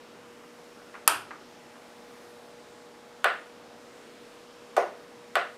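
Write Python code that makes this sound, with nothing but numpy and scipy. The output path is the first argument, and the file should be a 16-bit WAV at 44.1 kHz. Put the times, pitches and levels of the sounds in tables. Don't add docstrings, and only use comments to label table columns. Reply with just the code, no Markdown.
import sys
import numpy as np
from scipy import signal
from scipy.fft import rfft, irfft, next_fast_len
from scipy.io import wavfile
from scipy.ndimage import uniform_filter1d

SR = 44100
rng = np.random.default_rng(int(sys.argv[2]) if len(sys.argv) > 2 else 0)


def gain_from_db(level_db):
    decades = np.asarray(level_db, float) / 20
    return 10 ** decades


def waveform_to_disk(signal):
    frames = np.transpose(np.atleast_2d(signal))
    scaled = np.clip(frames, -1, 1) * 32767
    samples = np.round(scaled).astype(np.int16)
    wavfile.write(sys.argv[1], SR, samples)


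N = 246033
TAIL = int(.8 * SR)
MAINS_HZ = 59.97
BEAM_HZ = 697.5


def gain_at(table, hz):
    table_hz, value = np.transpose(table)
    return np.interp(np.log(np.maximum(hz, 1)), np.log(table_hz), value)


def band_around(centre_hz, hz):
    return np.clip(1 - 2 * np.abs(np.log2(np.maximum(hz, 1) / centre_hz)), 0, 1)


def die_away(t, t60_s):
    return np.exp(-np.log(1000) * t / t60_s)


def walk(rate_hz):
    hold = int(SR / rate_hz)
    steps = np.repeat(rng.standard_normal(N // hold + 1), hold)
    return 1.3 * uniform_filter1d(uniform_filter1d(steps, hold), hold)[:N]


def plateau(start_s, length_s, fade_s):
    t = np.arange(N) / SR - start_s
    return np.clip(np.minimum(t, length_s - t) / fade_s, 0, 1)


def response(colour, size=4096):
    log_gain = gain_at(colour, np.fft.rfftfreq(size, 1 / SR)) * np.log(10) / 20
    cepstrum = irfft(log_gain)
    cepstrum[1:size // 2] *= 2
    cepstrum[size // 2 + 1:] = 0
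    click = irfft(np.exp(rfft(cepstrum)), size)[:size // 2]
    return np.pad(click / np.abs(click).max(), (0, TAIL - len(click)))


def ring(modes):
    t = np.arange(TAIL) / SR
    return sum(gain_from_db(db) * np.sin(2 * np.pi * hz * t) * die_away(t, t60_s) for hz, t60_s, db in modes)


def knock(colour, modes, low_hz):
    no_bass = signal.butter(10, low_hz, "high", fs=SR, output="sos")
    x = signal.sosfilt(no_bass, response(colour) + ring(modes))
    return x / np.abs(x).max()


def chatter(x, length_s, rise_s=.00015):
    t = np.arange(int(.03 * SR)) / SR
    size, sign = rng.standard_normal((2, len(t)))
    blows = sign * gain_from_db(3.7 * size) * np.exp(-t / length_s) * np.minimum(t / rise_s, 1)
    return signal.fftconvolve(blows / np.linalg.norm(blows), x)[:TAIL]


# delay t/s, level/dB, top f/Hz
FIRST_ECHOES = [(.0022, 3, 7000), (.0047, 0, 3500), (.0072, 1, 3000), (.0119, 11.5, 780), (.0177, 0, 2500),
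                (.025, 8, 700)]
# f/Hz, t60 t/s
ROOM_T60 = [(250, 0.52), (500, 0.34), (1000, 0.34), (2000, 0.36), (4000, 0.36), (8000, 0.29),
            (14000, 0.277)]
# f/Hz, level/dB
ROOM_COLOUR = [(300, 6.5), (700, 1.5), (1500, 1.5), (4000, -5.5), (8000, -4), (14000, -9)]


def room():
    t, hz = np.arange(TAIL) / SR, np.fft.rfftfreq(TAIL, 1 / SR)
    noise = rfft(rng.standard_normal(TAIL)) * gain_from_db(gain_at(ROOM_COLOUR, hz))
    tail = np.zeros(TAIL)
    for centre in 125 * 2 ** np.arange(0, 7.1, .5):
        build_s = .007 * max(1100 / centre, 1)
        build_up = 1 - np.exp(-t / build_s)
        band = irfft(noise * band_around(centre, hz), TAIL)
        tail += band * die_away(t, gain_at(ROOM_T60, centre)) * build_up
    tail *= gain_from_db(-20)
    clutter = irfft(noise / (1 + (1500 / np.maximum(hz, 1)) ** 2), TAIL)
    tail += gain_from_db(-19) * clutter * die_away(t, .04) * np.minimum(t / 0.0003, 1)
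    early = 0
    for delay_s, db, top_hz in FIRST_ECHOES:
        echo = gain_from_db(db) * np.exp(-2j * np.pi * hz * delay_s) / (1 + 1j * hz / top_hz) ** 2
        if top_hz > 2 * BEAM_HZ:
            echo = echo * 1j * hz / (BEAM_HZ + 1j * hz)
        early = early + echo
    return tail, irfft(early, TAIL)


def add(out, s, db, near, far, echo, wet_db):
    i = int(s * SR)
    heard = gain_from_db(db) * (near + gain_from_db(wet_db) * signal.fftconvolve(far, echo)[:TAIL])
    out[i:i + TAIL] += heard[:N - i]


# f/Hz, level/dB per Hz
AIR_COLOUR = [(12, -54), (20, -20), (65, -23.5), (124, -13.5), (237, -7), (427, -6), (478, -7.5), (535, -7),
              (839, -9.5), (1140, -11), (5350, -23), (9390, -29), (13500, -37), (15100, -40), (16500, -65)]
# start t/s, length t/s, fade t/s, level/dB
GUSTS = [
    (1.8, 0.65, 0.34, 1.5),
    (3.8, 1.3, 0.42, 0.5),
]


def air():
    level_db, swell_db, flicker_db = -52, 0.4, 1.1
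    size = next_fast_len(N)
    hz = np.fft.rfftfreq(size, 1 / SR)
    swell = swell_db * walk(0.59)
    noise = rfft(rng.standard_normal(size)) * gain_from_db(gain_at(AIR_COLOUR, hz))
    out = np.zeros(N)
    for centre in 22 * 2 ** np.arange(0, 10, .5):
        swell_share = min(300 / centre, centre / 300) ** 0.34
        band = irfft(noise * band_around(centre, hz), size)[:N]
        out += band * gain_from_db(swell * swell_share + flicker_db * walk(5.636))
    gusts_db = sum(db * plateau(*shape) for *shape, db in GUSTS)
    return gain_from_db(level_db + gusts_db) * out / np.std(out)


# multiple of the mains, rms level/dB
HUM = [(4, -63.5), (5, -69), (8, -56.3), (10, -69), (14, -78), (63, -82), (74, -83), (86, -84), (87, -82),
       (89, -84), (90, -83), (91, -84), (210, -92), (216, -89.5), (217, -93)]
BUZZ_LIFT_DB = {5: 1.5, 10: 4, 14: 14}


def hum():
    t = np.arange(N) / SR
    buzz = plateau(start_s=.8, length_s=2.57, fade_s=.3)
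    cancel_db = -5 * plateau(start_s=0.91, length_s=1.18, fade_s=.3)
    out = np.zeros(N)
    for multiple, db in HUM:
        level_db = db + BUZZ_LIFT_DB.get(multiple, 0) * buzz + 1.2 * walk(2.3)
        if multiple == 8:
            level_db = level_db + cancel_db
        out += np.sqrt(2) * gain_from_db(level_db) * np.sin(2 * np.pi * (multiple * MAINS_HZ * t + rng.random()))
    return out


# t/s, peak level/dB, centre f/Hz, room share level/dB
TAPS = [
    (.434, -40.5, 1250, -9),
    (.5925, -40.5, 510, -19),
    (.818, -48, 1387, -6),
    (.9411, -30, 1150, -13),
    (.951, -34.5, 1490, -6),
    (.984, -52, 1300, -18),
    (1.3071, -26, 1260, -10),
    (1.755, -43.5, 1093, -5),
    (4.734, -46, 964, -19),
]


def taps():
    (tail, early), out = room(), np.zeros(N)
    for s, db, hz, wet_db in TAPS:
        top_hz = hz * 2 ** .7
        colour = [(100, -30), (hz / 2, -8), (hz, 0), (top_hz, -4), (1.4 * top_hz, -17), (16000, -55)]
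        body = knock(colour, [(hz, .035, -18)], low_hz=280)
        add(out, s, db, chatter(body, 0.0069), body, tail + early, wet_db)
    return out


def slide():
    centre_hz, width_hz, level_db, grain_db = 1360, 300, -57, 4
    edges_hz = [centre_hz - width_hz / 2, centre_hz + width_hz / 2]
    friction = rng.standard_normal(N) * gain_from_db(grain_db * walk(44.6))
    x = signal.sosfilt(signal.butter(2, edges_hz, "band", fs=SR, output="sos"), friction)
    return gain_from_db(level_db) * plateau(start_s=.72, length_s=.8, fade_s=.1) * x / np.std(x)


# peak level/dB, room share level/dB, rattle level/dB
SNAP = (-3, -9.5, 9)
# f/Hz, level/dB per Hz
SNAP_COLOUR = [(250, -26.5), (550, -12), (850, -3), (1450, 0.5), (2050, -12), (2450, -4), (3000, -3),
               (3700, -11.5), (5000, -8.5), (8000, -34.5), (16000, -61)]
# f/Hz, t60 t/s, level/dB
SNAP_MODES = [(637.2, .03, -36.5), (990, .03, -19.5), (1150, 0.029, -10.5), (1300, 0.053, -10.5),
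              (1340, 0.43, -30.5), (1790, .03, -23), (2590, .03, -22.5), (2700, .03, -21)]
# f/Hz, level/dB per Hz
RATTLE_COLOUR = [(300, -58.5), (2000, -17), (4000, -23.5), (5500, -10.5), (6300, -6), (7500, -0.5),
                 (9200, 7), (10500, 2), (11800, 3.5), (13300, -3), (15500, -27), (16600, -44.5)]
# f/Hz, t60 t/s, level/dB
THUMP_MODES = [(92, 0.49, -56.5), (105.6, 1, -57.5), (135, 0.38, -55.5), (289.2, .2, -52)]


def snap():
    snap_s = 1.0767
    db, wet_db, rattle_db = SNAP
    (tail, early), out = room(), np.zeros(N)
    body = knock(SNAP_COLOUR, SNAP_MODES, low_hz=290)
    plain = knock(SNAP_COLOUR, [], low_hz=290)
    rattle = gain_from_db(rattle_db) * response(RATTLE_COLOUR)
    near = gain_from_db(-6) * body + chatter(plain, 0.0035, .001) + chatter(rattle, .0022)
    far = gain_from_db(-10.5) * body + plain + gain_from_db(-5) * rattle
    add(out, snap_s, db, near, far, tail + gain_from_db(-10) * early, wet_db)
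    slow_start = np.minimum(np.arange(TAIL) / (0.016 * SR), 1)
    thump = ring(THUMP_MODES) * slow_start
    add(out, snap_s + 0.018, 0, thump, thump, tail, -20)
    return out


# t/s, peak level/dB, room share level/dB, chatter t/s, tick level/dB
PRESSES = [
    (3.2434, -8.5, -2.5, 0.0016, -6.5),
    (4.7657, -21.5, 4.5, 0.0042, -0.5),
    (5.3548, -9, -4.5, 0.0013, -6.5),
]
# f/Hz, level/dB per Hz
PRESS_COLOURS = [
    [(300, -22.5), (450, -6), (680, -1), (950, -8.5), (1350, 1.5), (1800, 0.5), (2200, -6.5), (3000, -6.5),
     (4500, -16), (6500, -37), (16000, -71)],
    [(300, -17), (420, -8), (660, 0.5), (900, -10), (1100, -10), (1500, -19.5), (1900, -16), (2500, -21.5),
     (4000, -28), (6500, -27), (16000, -63)],
    [(300, -19.5), (450, -10), (680, 0.5), (950, -12), (1250, -1.5), (1900, -5.5), (2200, -9.5), (3000, -9),
     (4500, -18), (6500, -32.5), (16000, -84)],
]
# f/Hz, t60 t/s, level/dB for each of the three presses
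PANEL_MODES = [(717, 0.089, -20, -9, -18.5), (1136, 0.14, -29, -16, -20), (1237, 0.073, -8, -9, -20),
               (1461, 0.099, -6.5, -6, -11), (1594, 0.038, -24, -41, -35), (1946, 0.043, -31, -12, -12)]
# f/Hz, level/dB per Hz
TICK_COLOUR = [(300, -73), (2000, -12.5), (5000, -9), (6800, -6), (8400, 3), (9800, -7), (11800, -4.5),
               (13400, -13), (14600, -18), (15300, -20), (16500, -36)]


def switch():
    echo, out = sum(room()), np.zeros(N)
    forward = signal.butter(1, BEAM_HZ, "high", fs=SR)
    for k, (s, db, wet_db, chatter_s, tick_db) in enumerate(PRESSES):
        modes = [(mode[0], mode[1], mode[2 + k]) for mode in PANEL_MODES]
        body = knock(PRESS_COLOURS[k], modes, low_hz=348)
        plain = knock(PRESS_COLOURS[k], [], low_hz=348)
        tick = gain_from_db(tick_db) * response(TICK_COLOUR)
        near = signal.lfilter(*forward, body) + chatter(tick, chatter_s)
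        far = gain_from_db(-15.5) * body + gain_from_db(-1.0) * plain + gain_from_db(-9.0) * tick
        add(out, s, db, near, far, echo, wet_db)
    return out


def scene():
    return (air() + hum() + taps() + slide() + snap() + switch())[None]


def roll_off(x):
    return signal.sosfilt(signal.butter(12, 16620, fs=SR, output="sos"), x)


def record(dry):
    return roll_off(dry)


dry = scene()
out = record(dry)
waveform_to_disk(out)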